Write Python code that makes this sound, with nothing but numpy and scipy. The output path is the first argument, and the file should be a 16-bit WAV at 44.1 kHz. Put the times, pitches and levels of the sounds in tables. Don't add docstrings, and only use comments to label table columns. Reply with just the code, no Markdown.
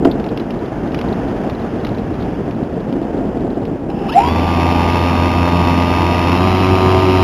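import sys
import numpy as np
from scipy import signal
from scipy.fft import rfft, irfft
from scipy.io import wavfile
from scipy.ndimage import map_coordinates

SR = 44100
rng = np.random.default_rng(int(sys.argv[2]) if len(sys.argv) > 2 else 0)


def put_to_file(sound):
    columns = np.atleast_2d(sound).T
    safe = np.clip(columns, -1, 1)
    whole_steps = np.round(safe * 32767)
    wavfile.write(sys.argv[1], SR, whole_steps.astype(np.int16))


N = 318843
TIME = np.arange(N) / SR

# (time [s], relative buffeting level [dB], relative hiss level [dB])
AIRFLOW = [(0.1, -22.5, -40), (0.76, -23.5, -39), (1.05, -21, -36), (1.98, -23.5, -38.5),
           (2.31, -23.5, -38), (2.64, -24.5, -41.5), (3.16, -20.5, -40), (3.76, -24, -43.5),
           (3.95, -23, -43), (4.05, -23, -39)]
# (frequency [Hz], relative density [dB per Hz])
HISS_SPECTRUM = [(700, 10.5), (1100, 3.5), (1700, 0), (2200, -6), (2800, -6), (3400, -9.5), (4000, -17)]
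# (frequency [Hz], relative density [dB per Hz])
RATTLE_SPECTRUM = [(500, 6), (800, 0), (1200, 2), (1750, -3.5), (2250, 3.5), (2800, 4), (3300, -2),
                   (3900, -6)]
# (frequency [Hz], relative density [dB per Hz])
RUSTLE_SPECTRUM = [(2600, -15), (3400, -1.5), (3900, 1.5)]
# (frequency [Hz], bandwidth [Hz], gain [dB])
MOUNT_MODES = [(703, 13, 29), (795, 20.7, 32), (953, 35, 19.5), (967, 9, 25.5), (1075, 8.1, 4)]
# (frequency [Hz], bandwidth [Hz], gain [dB])
SHELL_MODES = [(950, 85, 8.5), (1740, 490, -6.5), (1900, 130, -3), (2630, 88, 7), (3020, 310, 4),
               (3190, 11, -4.5), (3630, 140, -10)]

POLES, PHASES = 14, 3
CRUISE, FULL = 86.5, 93.0
START_S = 3.88
CAMERA_RATE = 8000


def from_db(db):
    return 10 ** (np.asarray(db) / 20)


def rms_one(x):
    return x / np.sqrt(np.mean(x ** 2) + 1e-20)


def in_time(rows):
    s, *columns = np.transpose(rows)
    return [np.interp(TIME, s, c) for c in columns]


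def drift(rate_hz):
    hz = np.arange(N // 2 + 1) * SR / N
    spectrum = rfft(rng.standard_normal(N)) / (1 + (hz / rate_hz) ** 2)
    return rms_one(irfft(spectrum, N))


def noise(density):
    hz = np.arange(1, N // 2 + 2) * SR / N
    points, level_db = np.transpose(density)
    gain = from_db(np.interp(np.log(hz), np.log(points), level_db))
    gain *= np.minimum(hz / points[0], 1) ** 2
    gain *= np.minimum(points[-1] / hz, 1) ** 10
    return rms_one(irfft(rfft(rng.standard_normal(N)) * gain, N))


def resonate(x, modes):
    out = np.zeros(N)
    for k, (hz, width_hz, level_db) in enumerate(modes):
        radius = np.exp(-np.pi * width_hz / SR)
        zeros = [(1 - radius ** 2) / 2, 0, (radius ** 2 - 1) / 2]
        poles = [1, -2 * radius * np.cos(2 * np.pi * hz / SR), radius ** 2]
        out += (-1) ** k * from_db(level_db) * signal.lfilter(zeros, poles, x + 1e-18)
    return out


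def decay(x, fade_s):
    return signal.lfilter([1], [1, -np.exp(-1 / (fade_s * SR))], x + 1e-18)


def wind(buffet_db=3.5, hiss_db=7.0, lump_db=1.55, flutter_db=0.66, eddy_hz=35, bass_hz=190,
         gust_db=0.4, gust_hz=7):
    # (frequency [Hz], relative density [dB per Hz])
    buffet_spectrum = [(12, -36), (20, -39), (38, -4), (92, -4), (166, -1), (241, 0), (396, -4.5),
                       (449, -6), (517, -10), (586, -11), (779, -15), (914, -22), (1400, -45), (1820, -59),
                       (3080, -120)]
    # (time [s], bass gain [dB])
    bass_curve = [(0, -5), (0.9, -1.5), (1.4, -3), (1.85, 0), (2.5, 0), (3.1, -5.5), (3.8, -1), (4.5, -10)]
    # (time [s], half-length [s], swell [dB])
    strong_gust = (0.043, 0.048, 6.5)
    roar_db, air_db = in_time(AIRFLOW)
    eddies = drift(eddy_hz)
    gust_s, half_s, swell_db = strong_gust
    gusts_db = gust_db * drift(gust_hz) + swell_db * np.exp(-.5 * ((TIME - gust_s) / half_s) ** 2)
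    roar = from_db(roar_db + buffet_db + lump_db * eddies + gusts_db) * noise(buffet_spectrum)
    bass = signal.sosfiltfilt(signal.butter(2, bass_hz, fs=SR, output="sos"), roar)
    roar += (from_db(in_time(bass_curve)[0]) - 1) * bass
    hiss = from_db(air_db + hiss_db + flutter_db * eddies) * noise(HISS_SPECTRUM)
    return roar + hiss


def thumps(creak_db=-25.5, creak_s=0.0086):
    # (time [s], relative shove level [dB])
    shove_list = [(0.053, 5), (0.071, 0), (0.152, -8), (0.958, -10.5), (2.478, -7.5), (2.966, -9.5),
                  (3.016, -8), (3.143, -9), (3.208, -9), (3.369, -8.5), (3.447, -8), (3.571, -9),
                  (3.712, -11)]
    # (frequency [Hz], bandwidth [Hz], gain [dB])
    camera_modes = [(278, 44, 2.5), (357, 110, -4), (688, 31.5, -5.5)]
    shoves = np.zeros(N)
    for s, db in shove_list:
        shoves[int(s * SR)] = from_db(db)
    one_shudder = resonate(signal.unit_impulse(N), camera_modes)
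    shudder = resonate(shoves, camera_modes) / np.max(abs(one_shudder))
    creak = decay(shoves, creak_s) * noise(HISS_SPECTRUM)
    return shudder + from_db(creak_db) * creak


def small_ticks(per_s=12, level_db=-39.5, spread_db=1.5, fade_s=0.0052):
    _, air_db = in_time(AIRFLOW)
    strength_db = level_db + air_db - air_db.mean() + spread_db * rng.standard_normal(N)
    touches = (rng.random(N) < per_s / SR) * from_db(strength_db)
    return decay(touches, fade_s) * noise(RUSTLE_SPECTRUM)


def ticks(scuff_s=0.0036, rustle_db=8.0, rustle_s=0.0064, rustle_rise_s=0.001):
    # (time [s], scuff level [dB], relative rustle level [dB])
    tick_list = [(0.0492, -15, -42), (0.1122, -31, -32), (0.1986, -31, -45), (0.242, -29.5, -46),
                 (0.2643, -26, -53), (0.2872, -36, -36), (0.375, -22, -42), (0.397, -26, -39),
                 (0.5062, -23.5, -43), (0.9455, -17, -39), (0.9901, -22.5, -42), (1.0136, -20, -45),
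                 (1.4972, -24.5, -35), (1.8483, -20.5, -37), (1.8685, -22.5, -51), (1.9844, -32, -44),
                 (2.1994, -34, -39), (2.2228, -39, -39), (2.5095, -30, -46), (2.9262, -28, -50),
                 (3.6526, -29, -49), (3.9007, -30, -51)]
    scuffs, rustles = np.zeros(N), np.zeros(N)
    for s, scuff_db, shiver_db in tick_list:
        start = int(s * SR)
        age = TIME[:min(SR // 10, N - start)]
        span = slice(start, start + len(age))
        scuffs[span] += from_db(scuff_db) * np.exp(-age / scuff_s)
        rise = 1 - np.exp(-age / rustle_rise_s)
        rustles[span] += from_db(shiver_db) * rise * np.exp(-age / rustle_s)
    return scuffs * noise(RATTLE_SPECTRUM) + from_db(rustle_db) * rustles * noise(RUSTLE_SPECTRUM)


def wash(speed, level_db=-20.0, lump_db=1.5, lump_hz=30):
    # (frequency [Hz], relative density [dB per Hz])
    wash_spectrum = [(35, -11), (100, -1.5), (200, -1), (290, 1), (420, -12.5), (580, -19.5), (770, -3),
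                     (950, -10.5), (1150, -25.5)]
    return from_db(level_db + lump_db * drift(lump_hz)) * (speed / CRUISE) ** 2 * noise(wash_spectrum)


def starting_current(attack_s=0.029, start_db=-39.5, rise_db_per_s=36, caught_s=4.18, fall_db_per_s=398.5,
                     surge_s=0.006):
    # (time [s], peak level [dB])
    surge_list = [(4.098, -20.5), (4.127, -22), (4.141, -25), (4.182, -35)]
    age = TIME - START_S
    level_db = start_db + rise_db_per_s * age - fall_db_per_s * np.maximum(TIME - caught_s, 0)
    surges = sum(from_db(db) * np.exp(-.5 * ((TIME - s) / surge_s) ** 2) for s, db in surge_list)
    return np.clip(age / attack_s, 0, 1) * from_db(level_db) + surges


def stutter(turns, chirp_db=-8.0, scrape_db=-6.5, shell_db=-9.0, groan_db=-30, groan_limit_db=-42):
    # (multiple of the switching rate [1], relative level [dB])
    chirp_tones = [(1, 0), (2, -2), (3, -6)]
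    current = starting_current()
    steps = POLES * PHASES * turns + .08 * drift(40)
    chirps = sum(from_db(db) * np.sin(2 * np.pi * k * steps) for k, db in chirp_tones)
    chirps = chirps - from_db(shell_db) * resonate(chirps, SHELL_MODES)
    scrape = rms_one(resonate(noise(RATTLE_SPECTRUM), SHELL_MODES))
    groan_level = from_db(groan_db) * np.tanh(current / from_db(groan_limit_db))
    groan = groan_level * rms_one(resonate(noise(RATTLE_SPECTRUM), MOUNT_MODES))
    return current * (from_db(chirp_db) * chirps + from_db(scrape_db) * scrape) + groan


def whine(turns, speed, throttle, waver_db=0.66, waver_hz=7.6, onset_speed=46, chop_hz=7605, beat_db=-42,
          beat_flutter_db=3.5):
    # (level at cruise [dB], level at full throttle [dB])
    pole_db = (-29.5, -34.5)
    # (level at cruise [dB], level at full throttle [dB])
    switching_db = (-37, -36.5)
    # (frequency [Hz], bandwidth [Hz], gain [dB])
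    bell_modes = [(3296, 170, 3.5)]

    def tone(cycles, level_db):
        return from_db(level_db + waver_db * drift(waver_hz)) * np.sqrt(2) * np.cos(2 * np.pi * cycles)

    pull = np.clip(speed / onset_speed, 0, 1) ** 4
    steps = POLES * PHASES * turns
    pole = pull * tone(POLES * turns, np.interp(throttle, [0, 1], pole_db))
    switching = pull * tone(steps, np.interp(throttle, [0, 1], switching_db))
    beat = throttle * tone(chop_hz * TIME - steps, beat_db + beat_flutter_db * drift(25))
    return pole + resonate(pole, MOUNT_MODES) + switching + resonate(switching, bell_modes) + beat


def rattle(turns, throttle, rattle_db, snap_db=-2.5, snap_hz=1100, ring_db=-2.0, chatter_db=4.0, uneven_db=1.5,
           rebound_db=-1, settle_turns=0.43, rest=0.27, recurring_db=-7):
    rebound_turns = (0.28, 0.12)

    def once_a_turn(count):
        return np.diff(np.floor(np.maximum(count, 0)), prepend=0) * from_db(uneven_db * rng.standard_normal(N))

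    delay = np.interp(throttle, [0, 1], rebound_turns)
    knocks = once_a_turn(turns)
    knocks = knocks + from_db(rebound_db) * once_a_turn(turns - delay + .01 * drift(60))
    running = turns > 20
    snap = signal.sosfilt(signal.butter(1, [snap_hz, 3500], "band", fs=SR, output="sos"), knocks)
    snap = signal.sosfilt(signal.butter(4, CAMERA_RATE / 2, fs=SR, output="sos"), snap)
    ring = resonate(knocks, SHELL_MODES)
    struck = from_db(snap_db) * snap / np.std(snap[running]) + from_db(ring_db) * ring / np.std(ring[running])
    phase = turns % 1
    contacts = resonate(noise(RATTLE_SPECTRUM), SHELL_MODES[1:])
    recurring = np.interp(phase * SR / CRUISE, np.arange(N), contacts) * running
    recurring = rms_one(recurring) * np.sqrt(np.mean(running))
    random_contacts = noise(RATTLE_SPECTRUM) * from_db(1.0 * drift(40))
    settling = rms_one(rest + np.exp(-phase / settle_turns))
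    chatter = settling * (random_contacts + from_db(recurring_db) * recurring)
    return from_db(rattle_db) * (struck + from_db(chatter_db) * chatter)


def drone(turns, throttle, hum_db, waver_db=2.0, sway_hz=4):
    # (multiple of the turning rate [1], relative level [dB])
    cruise_harmonics = [(1, 2.5), (2, -5), (3, -3.5), (4, -11), (5, -19), (6, -15), (7, -10.5), (8, -13),
                        (9, -16.5), (10, -9.5), (11, -9.5), (12, -12), (13, -12)]
    # (multiple of the turning rate [1], relative level [dB])
    full_harmonics = [(1, 1), (2, -8), (3, -7), (4, 0.5), (5, -40), (6, -17.5), (7, -10.5), (8, -13.5),
                      (9, -29), (10, -11.5), (11, -9.5), (12, -13.5), (13, -8)]
    out = np.zeros(N)
    for k, (cruise, full) in enumerate(zip(cruise_harmonics, full_harmonics), 1):
        level_db = cruise[1] + throttle * (full[1] - cruise[1])
        loose = k > 1
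        lag = loose * .8 * rng.standard_normal()
        out += from_db(level_db + loose * waver_db * drift(sway_hz)) * np.cos(2 * np.pi * k * turns + lag)
    return np.sqrt(2) * from_db(hum_db) * out


def motor(spin_up_s=0.284, cruise_hum_db=-20.5, hum_db_per_turn_rate=0.46, grip_speed=64, full_grip_speed=72,
          rattle_speed=62, sway_db=1.26, shake_db=1.13):
    # (time [s], speed [turns per s])
    set_speed = [(4.4, 84.1), (4.57, 85.3), (5.05, 86.6), (5.37, 86.8), (5.76, 86.5), (6.31, 87.2),
                 (6.44, 91.6), (6.54, 92.8), (6.68, 93.2), (7.2, 92.9)]
    # (time [s], relative level [dB])
    shake_curve = [(4.3, -29), (5.01, -26.5), (5.16, -28), (6.41, -26), (7.06, -26), (7.1, -26)]
    spin_up = 1 - np.exp(-(np.maximum(TIME - START_S, 0) / spin_up_s) ** 3)
    speed = spin_up * in_time(set_speed)[0]
    throttle = np.clip((speed - CRUISE) / (FULL - CRUISE), 0, 1)
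    turns = np.cumsum(speed * (1 + .001 * drift(12))) / SR
    hum_db = cruise_hum_db + hum_db_per_turn_rate * (speed - CRUISE) + sway_db * drift(23)
    rattle_db = shake_db + in_time(shake_curve)[0]
    shaking = np.interp(speed, [grip_speed, full_grip_speed], [0, 1])
    loosened = np.clip(speed / rattle_speed, 0, 1) ** 4
    airframe = shaking * drone(turns, throttle, hum_db) + loosened * rattle(turns, throttle, rattle_db)
    return airframe + whine(turns, speed, throttle) + stutter(turns) + wash(speed)


def scene():
    return (wind() + thumps() + small_ticks() + ticks() + motor())[None]


def record(dry, faint_hiss_db=-72, cutoff_hz=15400):
    # (frequency [Hz], relative density [dB per Hz])
    faint_hiss_spectrum = [(10000, 0), (15000, -1)]
    instants = np.arange(0, N / SR, 1 / CAMERA_RATE)
    samples = map_coordinates(dry[0], [instants * SR], order=3, mode="nearest")
    samples = np.clip(samples, -1, 1)
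    fine = np.interp(np.arange(4 * N) / (4 * SR), instants, samples)
    fine += from_db(faint_hiss_db) * np.repeat(noise(faint_hiss_spectrum), 4)
    low_pass = signal.ellip(10, .1, 90, cutoff_hz, fs=4 * SR, output="sos")
    return signal.sosfilt(low_pass, fine)[None, ::4]


dry = scene()
out = record(dry)
put_to_file(out)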